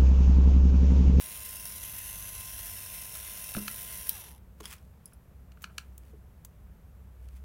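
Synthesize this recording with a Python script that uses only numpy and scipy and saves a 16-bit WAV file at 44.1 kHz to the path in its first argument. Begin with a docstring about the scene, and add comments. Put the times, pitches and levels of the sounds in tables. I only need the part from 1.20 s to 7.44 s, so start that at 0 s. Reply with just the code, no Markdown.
"""Small motor coasting to rest

A bare five-pole trimmer motor runs in a hand over a workbench: bursts of noise at its commutator bars
make the brush hiss, sines locked to its shaft the whine. The other hand knocks the lead and snaps the
switch off: filtered clicks. The rotor coasts to rest, ticking ever slower. A small screwdriver slides
onto the mat (swelling noise, ringing sines) and a tool clicks on the motor. The small room hums."""
import sys
import numpy as np
from scipy import signal
from scipy.fft import rfft, irfft, next_fast_len
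from scipy.io import wavfile
from scipy.ndimage import uniform_filter1d, map_coordinates

SR = 44100
rng = np.random.default_rng(int(sys.argv[2]) if len(sys.argv) > 2 else 0)


def bounce(signal):
    """Save signal as a 16-bit WAV file at the path given by the first command-line argument."""
    frames = np.transpose(np.atleast_2d(signal))
    limited = np.clip(frames, -1, 1)
    pcm = np.round(limited * 32767).astype(np.int16)
    wavfile.write(sys.argv[1], SR, pcm)


N = 275184

# shaft rate under power (turns per s), moment the switch opens, time to brake to rest
RUN_HZ, OFF_S, COAST_S = 103.55, 2.893, 0.31


def amp(db):
    """Amplitude ratio of a level in dB."""
    return 10 ** (np.asarray(db) / 20)


def unit(x):
    """x scaled to rms 1."""
    return x / np.sqrt(np.mean(x ** 2) + 1e-20)


def along(points, hz):
    """(Hz, value) points interpolated on a log frequency axis."""
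    point_hz, values = np.transpose(points)
    return np.interp(np.log(hz + 1), np.log(point_hz), values)


def curve(rows):
    """(s, value) rows as one value per sample."""
    return np.interp(np.arange(N) / SR, *np.transpose(rows))


def wobble(rate_hz):
    """Smooth random curve with rate_hz knots a second."""
    count = int(N * rate_hz / SR) + 4
    grid = np.arange(8 * count) / 8
    smooth = map_coordinates(rng.standard_normal(count), [grid], mode="nearest")
    return np.interp(np.arange(N) * rate_hz / SR, grid, smooth)


def coloured(x, gain_db, size=4096):
    """x through the minimum-phase filter whose gain in dB is a function of frequency."""
    cepstrum = irfft(np.log(amp(gain_db(np.fft.rfftfreq(size, 1 / SR)))))
    # fold onto positive time: causal
    cepstrum[1:size // 2] *= 2
    cepstrum[size // 2 + 1:] = 0
    impulse = irfft(np.exp(rfft(cepstrum)))
    return signal.oaconvolve(x, impulse)[:len(x)]


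def lifts(peaks, hz):
    """Summed gain in dB of (centre Hz, width Hz, dB) resonances."""
    return sum(db / (1 + (2 * (hz - centre) / width) ** 2) for centre, width, db in peaks)


def noise(spectrum):
    """Noise of rms 1 with the given colour."""
    size = next_fast_len(N)
    gain = amp(along(spectrum, np.fft.rfftfreq(size, 1 / SR)))
    return unit(irfft(rfft(rng.standard_normal(size)) * gain, size)[:N])


def add(track, start_s, sound):
    """Mix a sound into the track at start_s."""
    part = track[round(start_s * SR):][:len(sound)]
    part += sound[:len(part)]


def clicks(rows, body, grit=.3, rise_s=0.00031):
    """Each contact is one sharp push and a brief gritty chatter, coloured by the struck body."""
    track, t = np.zeros(N), np.arange(SR // 10) / SR
    for start_s, level_db, tilt_db, t60_s in rows:
        decay = amp(-60 * t / t60_s)
        fade = decay * (1 - np.exp(-t / rise_s))
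        # many tiny contacts: random phase, flat spectrum
        phase = np.angle(rfft(rng.standard_normal(len(t)) * fade))
        even = irfft(np.exp(1j * phase), len(t))
        chatter = np.linalg.norm(fade) * even * np.minimum(1, 10 * decay)
        force = (t == 0) + grit * chatter
        # tilt in dB per octave above 1 kHz
        click = coloured(force, lambda hz: along(body, hz) + tilt_db * np.log2(np.maximum(hz, 1000) / 1000))
        # level as if all the energy fell within 2 ms
        add(track, start_s, amp(level_db) * click / np.sqrt(np.sum(click ** 2) / (SR // 500)))
    return track


def shaft():
    """Turns per second: near steady under power, then friction brakes the rotor evenly to rest."""
    left = np.clip(1 - (np.arange(N) / SR - OFF_S) / COAST_S, 0, 1)
    return RUN_HZ * left * (1 + .0015 * wobble(5))


def brushes(speed, turns, scrape_s=0.0011, steady=0.57, scatter_db=2, lean_db=1.53, flutter_db=1.03,
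            catch_db=3, level_db=-41.5, speed_power=1.2):
    """Five commutator bars scrape past the brushes on each turn, louder the faster they go."""
    bars = 5 * turns
    bar = bars.astype(int)
    since_s = (np.arange(N) - np.searchsorted(bar, bar)) / SR
    size = amp(scatter_db * rng.standard_normal(bar[-1] + 1))[bar]
    # burst at each bar edge; the rubbing between edges fades with speed
    contact = size * np.exp(-since_s / scrape_s) + steady * np.sqrt(speed / RUN_HZ)
    # level out over 50 ms
    contact = contact / np.sqrt(np.abs(uniform_filter1d(contact ** 2, SR // 20)) + 1e-3)
    # rotor slightly out of true: brush pressure swings once a turn
    swing_db = lean_db * np.sin(2 * np.pi * turns) + flutter_db * wobble(160) + 0.54 * wobble(25.03)
    # a brush catches and scrapes harder for a few milliseconds
    catches_db = catch_db * np.clip(wobble(110) - 1, 0, 2)
    friction = contact * unit(amp(swing_db + catches_db)) * rng.standard_normal(N)
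    level = amp(level_db) * (speed / RUN_HZ) ** speed_power
    return level * can(friction, speed) * np.std(friction)


def can(friction, speed, patchy_db=1.83, hollow_hz=800, slow_tilt_db=-2.5):
    """The steel can colours the friction; grip shifts its resonances, and slow rubbing is duller."""
    # finger grip on the can: time_s, grip (0-1)
    grip_rows = [(0, 0.1), (.55, 0.2), (.64, 1), (1.17, 1), (1.23, 0), (1.33, 0.7), (1.6, 0), (2, 0.3),
                 (2.65, 0.23), (3.15, 0.6)]
    # resonances that move up with grip, hollow just below: loose_hz, firm_hz, width_hz, lift_db, hollow_db
    shifting = [(5400, 5970, 660, 6.5, -0.5), (9380, 10950, 520, 7, -1), (13600, 14000, 420, -0.5, 0)]
    # brush friction colour: freq_hz, gain_db
    hiss = [(200, -20), (450, -14.5), (800, -15), (1250, -14), (1700, -10), (2300, -10.5), (3400, -8.5),
            (4600, -13), (6000, -8), (7700, -10.5), (9200, -4), (11800, -1.5), (14200, -1), (15800, -8)]
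    # steady can resonances: freq_hz, width_hz, lift_db
    steady_peaks = [(680, 130, 5), (980, 130, 3), (2030, 170, 5), (2700, 260, 7), (3000, 120, 3),
                    (3950, 300, 2.5), (9700, 400, 2.5), (11100, 300, 2.5), (11700, 300, 2.5),
                    (15600, 300, 3)]
    hz, t, z = signal.stft(friction, SR, nperseg=512)
    hz = hz[:, None]
    grip = np.interp(t, *np.transpose(grip_rows))
    held_db = 0
    for loose, firm, width, lift_db, hollow_db in shifting:
        centre = loose + grip * (firm - loose)
        pair = [(centre, width, lift_db), (centre - hollow_hz, width, hollow_db)]
        held_db = held_db + lifts(pair, hz)
    # random patches, 2 bins by 30 frames
    patches = uniform_filter1d(rng.standard_normal(z.shape), size=2, axis=0)
    patches = unit(uniform_filter1d(patches, size=30, axis=1))
    slowed = 1 - np.interp(t * SR, np.arange(N), speed) / RUN_HZ
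    dulling_db = slow_tilt_db * slowed * np.log2(np.clip(hz, 2500, None) / 8000)
    gain = amp(held_db + patchy_db * patches + dulling_db)
    shaped = signal.istft(z * gain, SR, nperseg=512)[1][:N]
    return unit(coloured(shaped, lambda f: along(hiss, f) + lifts(steady_peaks, f)))


def whine(speed, turns, waver_db=0.86, phase_blur=0.42):
    """Magnetic pull on the rotor poles sounds at multiples of the shaft rate, weaker as it slows."""
    # whine at full speed: shaft_multiple, level_db (rms)
    partials = [(5, -76), (6, -71), (9, -70), (10, -65), (14, -70), (15, -74), (16, -71.5), (20, -70.5),
                (26, -72), (31, -74)]
    tones = 0
    for multiple, level_db in partials:
        level = amp(level_db + waver_db * wobble(9.03))
        phase = 2 * np.pi * (round(multiple) * turns + rng.random()) + phase_blur * wobble(40)
        tones = tones + level * np.sin(phase)
    return np.sqrt(2) * tones * speed / RUN_HZ


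def background(air_db=-54.5, hum_hz=64, waver_db=2, drone_hz=48, octave_db=-2):
    """Room rumble and faint hiss as noise; a wavering low hum and a deep drone with its octave as sines."""
    # hum: time_s, level_db
    hum_rows = [(0, -60.5), (2.8, -62), (3.35, -52), (3.8, -61.5), (4.8, -51.5), (5.65, -55.5), (6.15, -43)]
    # drone fundamental, comes and goes: time_s, level_db
    drone_rows = [(.5, -68), (.75, -55), (1.55, -55), (1.8, -63.5), (2.7, -61.5), (4.2, -76), (5.2, -60.5)]
    # rumble and hiss colour: freq_hz, density_db
    air = [(15, -21), (29, -4), (38, -40), (48, 2), (80, 1), (110, -7), (190, -7.5), (300, -22),
           (450, -20.5), (800, -26), (1300, -29.5), (4600, -44.5), (10500, -43), (11800, -38),
           (15800, -42.5)]

    def tone(hz):
        """Sine of rms 1 with a wandering phase."""
        return np.sqrt(2) * np.sin(2 * np.pi * hz * np.arange(N) / SR + 0.87 * wobble(4.9))

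    drone = amp(curve(drone_rows)) * (tone(drone_hz) + amp(octave_db) * tone(2 * drone_hz))
    hum = amp(curve(hum_rows) + waver_db * wobble(3.964)) * tone(hum_hz)
    return amp(air_db) * noise(air) + hum + drone


def plastic_knocks():
    """Hard plastic knocks: slow-rising, very gritty clicks through the plastic's resonances."""
    # knocks: start_s, level_db, tilt_db_per_octave, t60_s
    hits = [(1.954, -46.5, -7, 0.024), (2.3475, -32, -7.5, 0.0097), (2.3665, -37, 1.5, 0.0051),
            (2.38, -41, -11, 0.0087), (2.4797, -28, 0, 0.012), (3.516, -52, 4, 0.017),
            (3.921, -57, -8, 0.039), (4.3185, -55.5, 2.5, 0.012), (4.372, -54, -10, .014),
            (4.4405, -31.5, -0.5, .014), (4.494, -51, -11, 0.06), (4.5808, -28.5, 3, 0.012),
            (6.0865, -57.5, 6.5, 0.0092)]
    # plastic colour: freq_hz, gain_db
    plastic = [(300, -21), (950, -13), (1350, 5), (1680, 1.5), (1980, -15), (2400, 1), (2850, 1.5),
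               (3500, -12), (4300, -3), (5100, -13.5), (5800, -9), (8500, -18), (11000, -19.5),
               (15000, -30)]
    return clicks(hits, plastic, grit=2.7, rise_s=0.0026)


def bumps(rise_s=0.0021, press=0.22, relax_s=0.0078, scuff_db=14):
    """The bench top thuds in its low modes, pitch sagging as the pressure lets go, with a dull scuff."""
    # soft bumps: start_s, level_db, mode_tilt_db_per_octave, scuff_t60_s
    hits = [(2.353, -38, -25, .013), (2.367, -27, -13, 0.042), (2.396, -43.5, 0, 0.023),
            (3.4055, -50, 10.5, .006), (4.933, -53.5, 9.5, .0056)]
    # bench modes: settled_hz, level_db, t60_s
    modes = [(108, -10, 0.034), (207.4, -4, 0.21), (312, 1, 0.067), (399, -3, 0.097), (590, -17, .035)]
    track, t = np.zeros(N), np.arange(SR // 3) / SR
    # pitch starts high by the fraction press
    sagging_s = t + press * relax_s * (1 - np.exp(-t / relax_s))
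    for start_s, level_db, tilt_db, t60_s in hits:
        ring = 0
        for hz, mode_db, mode_t60_s in modes:
            fade_db = mode_db + tilt_db * np.log2(hz / modes[1][0]) - 60 * t / mode_t60_s
            ring = ring + amp(fade_db) * np.sin(2 * np.pi * hz * sagging_s)
        rub = rng.standard_normal(len(t)) * amp(-60 * t / t60_s)
        scuff = coloured(rub, lambda hz: along([(400, 5.5), (1300, -27)], hz))
        thud = (ring + amp(scuff_db) * scuff) * (1 - np.exp(-t / rise_s))
        add(track, start_s, amp(level_db) * thud)
    return track


def switch(count=3):
    """One hard snap, then contact bounces, each weaker, duller and longer."""
    # switch colour: freq_hz, gain_db
    body = [(500, -40), (1800, -39), (2800, -13), (5800, -9.5), (7600, -21.5), (9000, -3.5), (10000, -15),
            (11000, 2), (12100, -3), (13400, 5), (15800, -2)]
    snap_s, snap_db, snap_tilt_db, snap_t60_s = 2.8936, -16.5, 1.5, .0035
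    bounce_s, loss_db, dull_db, stretch = .0012, 8.5, 4, 2.3
    contacts = [(snap_s + k * bounce_s, snap_db - k * loss_db, snap_tilt_db - k * dull_db,
                 snap_t60_s * stretch ** k) for k in range(count)]
    return clicks(contacts, body, grit=.17)


def rotor_ring(speed, turns, ring_hz=940, width_hz=200, rough=0.24, count=14):
    """The freed rotor rattles; falling overtones of its five poles pass through a narrow resonance."""
    level_db, rise_s, fade_s = -64, 0.027, 0.037
    coast = slice(round(OFF_S * SR), round((OFF_S + COAST_S) * SR))
    orders = 5 * np.arange(2, count)[:, None]
    gains = 1 / (1 + (2 * (orders * speed[coast] - ring_hz) / width_hz) ** 2)
    waves = np.sin(2 * np.pi * (orders * turns[coast] + rng.random(orders.shape)))
    strands = np.zeros(N)
    # even out the level as overtones pass
    strands[coast] = np.sum(gains * waves, axis=0) / np.sqrt(np.sum(gains ** 2, axis=0) / 2 + 0.16)

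    def band_db(hz):
        """The resonance as a noise band, floored at -80 dB."""
        return np.maximum(-20 * np.log10(1 + (2 * (hz - ring_hz) / width_hz) ** 2), -80)

    band = coloured(rng.standard_normal(N), band_db)
    free_s = np.arange(N) / SR - OFF_S
    envelope = np.clip(np.minimum(free_s / rise_s, (COAST_S - free_s) / fade_s), 0, 1)
    return amp(level_db) * envelope * (strands + rough * unit(band))


def tool_ticks():
    """The tool's tip ticks on metal: clicks through the tip's resonances."""
    # ticks: start_s, level_db, tilt_db_per_octave, t60_s
    hits = [(3.4028, -46, -3.5, 0.023), (3.4063, -41.5, -3.5, 0.02), (4.4205, -43, 5.5, 0.044),
            (4.4265, -43, 7, 0.047), (4.7796, -40.5, 5.5, 0.012), (5.2486, -38.5, 2.5, 0.025)]
    # tip colour: freq_hz, gain_db
    tip = [(500, -12.5), (1050, 0), (1800, -9.5), (3000, -8), (5600, -10), (6400, 0), (6900, -7),
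           (7500, -2), (8800, -6), (11500, -5), (15500, -5.5)]
    return clicks(hits, tip, grit=0.45)


def sliding(grain_db=4, range_db=20.5):
    """Steel and skin drag over mat and motor in small catches; each stroke swells and dies away."""
    # strokes, rise and fall each spanning range_db: peak_s, level_db, rise_s, fall_s
    strokes = [(3.46, -49.5, 0.055, 0.062), (3.527, -43.5, 0.054, 0.035), (3.58, -69, 0.046, .2),
               (3.89, -69, 0.048, .08), (4.435, -57, .035, .045), (4.6, -65, 0.17, 0.13),
               (4.9, -67, .2, 0.068), (6.05, -70, .12, .08), (6.17, -63, 0.079, .05)]
    # sliding colour: freq_hz, density_db
    mat = [(300, -28), (1000, -2), (2400, 1), (4000, -6.5), (7000, -6.5), (9000, -4.5), (13000, -6.5),
           (15800, -4.5)]
    t = np.arange(N) / SR
    pressure = 0
    for peak_s, level_db, rise_s, fall_s in strokes:
        away = np.maximum((peak_s - t) / rise_s, (t - peak_s) / fall_s)
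        pressure = pressure + amp(level_db - range_db * away)
    return pressure * unit(noise(mat) * amp(grain_db * wobble(500)))


def screwdriver(ring_db=-5, clink_t60_s=.02):
    """Each touch clicks and leaves the steel shank ringing briefly, damped by the mat."""
    # steel touches down: start_s, level_db, tilt_db_per_octave
    touches = [(3.432, -51, -13), (3.442, -47.5, -18), (3.4556, -34.5, -11.5), (3.479, -48, -9),
               (3.506, -46, -10), (3.582, -59, -15), (3.857, -39, 2), (3.877, -58, -4), (3.9336, -51, 6)]
    # steel click colour: freq_hz, gain_db
    steel = [(600, -42.5), (2600, -26), (3300, -4.5), (4200, -25), (5200, 0.5), (6000, -6), (8800, -2),
             (10000, 4), (10700, 13.5), (11400, 5), (12500, -1), (15500, -8)]
    # shank modes: pitch_hz, level_db, t60_s
    modes = [(3355, -11, .05), (5000, -3, 0.049), (5400, -2, .04), (10650, 0, .055), (10900, -2, .04)]
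    track = clicks([(*touch, clink_t60_s) for touch in touches], steel, grit=0.26)
    t = np.arange(SR // 8) / SR
    for start_s, level_db, tilt_db in touches:
        ring = 0
        for hz, mode_db, t60_s in modes:
            strike_db = mode_db + tilt_db * np.log2(hz / modes[-1][0]) + rng.normal(0, 2)
            ring = ring + amp(strike_db - 60 * t / t60_s) * np.sin(2 * np.pi * hz * t)
        add(track, start_s, amp(level_db + ring_db) * ring / np.abs(ring).max())
    return track


def room(x):
    """The small room's answer after 4 ms: a decaying noise tail whose treble dies first."""
    # reverberation: freq_hz, t60_s
    decay = [(200, 0.44), (2000, 0.17), (12000, 0.097)]
    hz, t, z = signal.stft(rng.standard_normal(SR // 2), SR, nperseg=256)
    tail = signal.istft(z * amp(-60 * t / along(decay, hz)[:, None]), SR, nperseg=256)[1]
    return signal.fftconvolve(x, np.pad(tail / np.linalg.norm(tail), (SR // 250, 0)))[:N]


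def scene(motor_room_db=-15, knock_room_db=-14, tick_room_db=-17):
    """The motor and the handling sounds, close by, in the room."""
    speed = shaft()
    turns = np.cumsum(speed) / SR
    motor = brushes(speed, turns) + whine(speed, turns) + rotor_ring(speed, turns)
    knocks = plastic_knocks() + bumps() + sliding()
    ticks = switch() + screwdriver() + tool_ticks()
    echo = room(amp(motor_room_db) * motor + amp(knock_room_db) * knocks + amp(tick_room_db) * ticks)
    return (motor + knocks + ticks + echo + background())[None]


def record(dry, top_hz=15880):
    """Remove everything from the band limit up."""
    size = next_fast_len(N + SR // 2)
    return irfft(rfft(dry, size) * (np.fft.rfftfreq(size, 1 / SR) < top_hz), size)[:, :N]


dry = scene()
out = record(dry)
bounce(out)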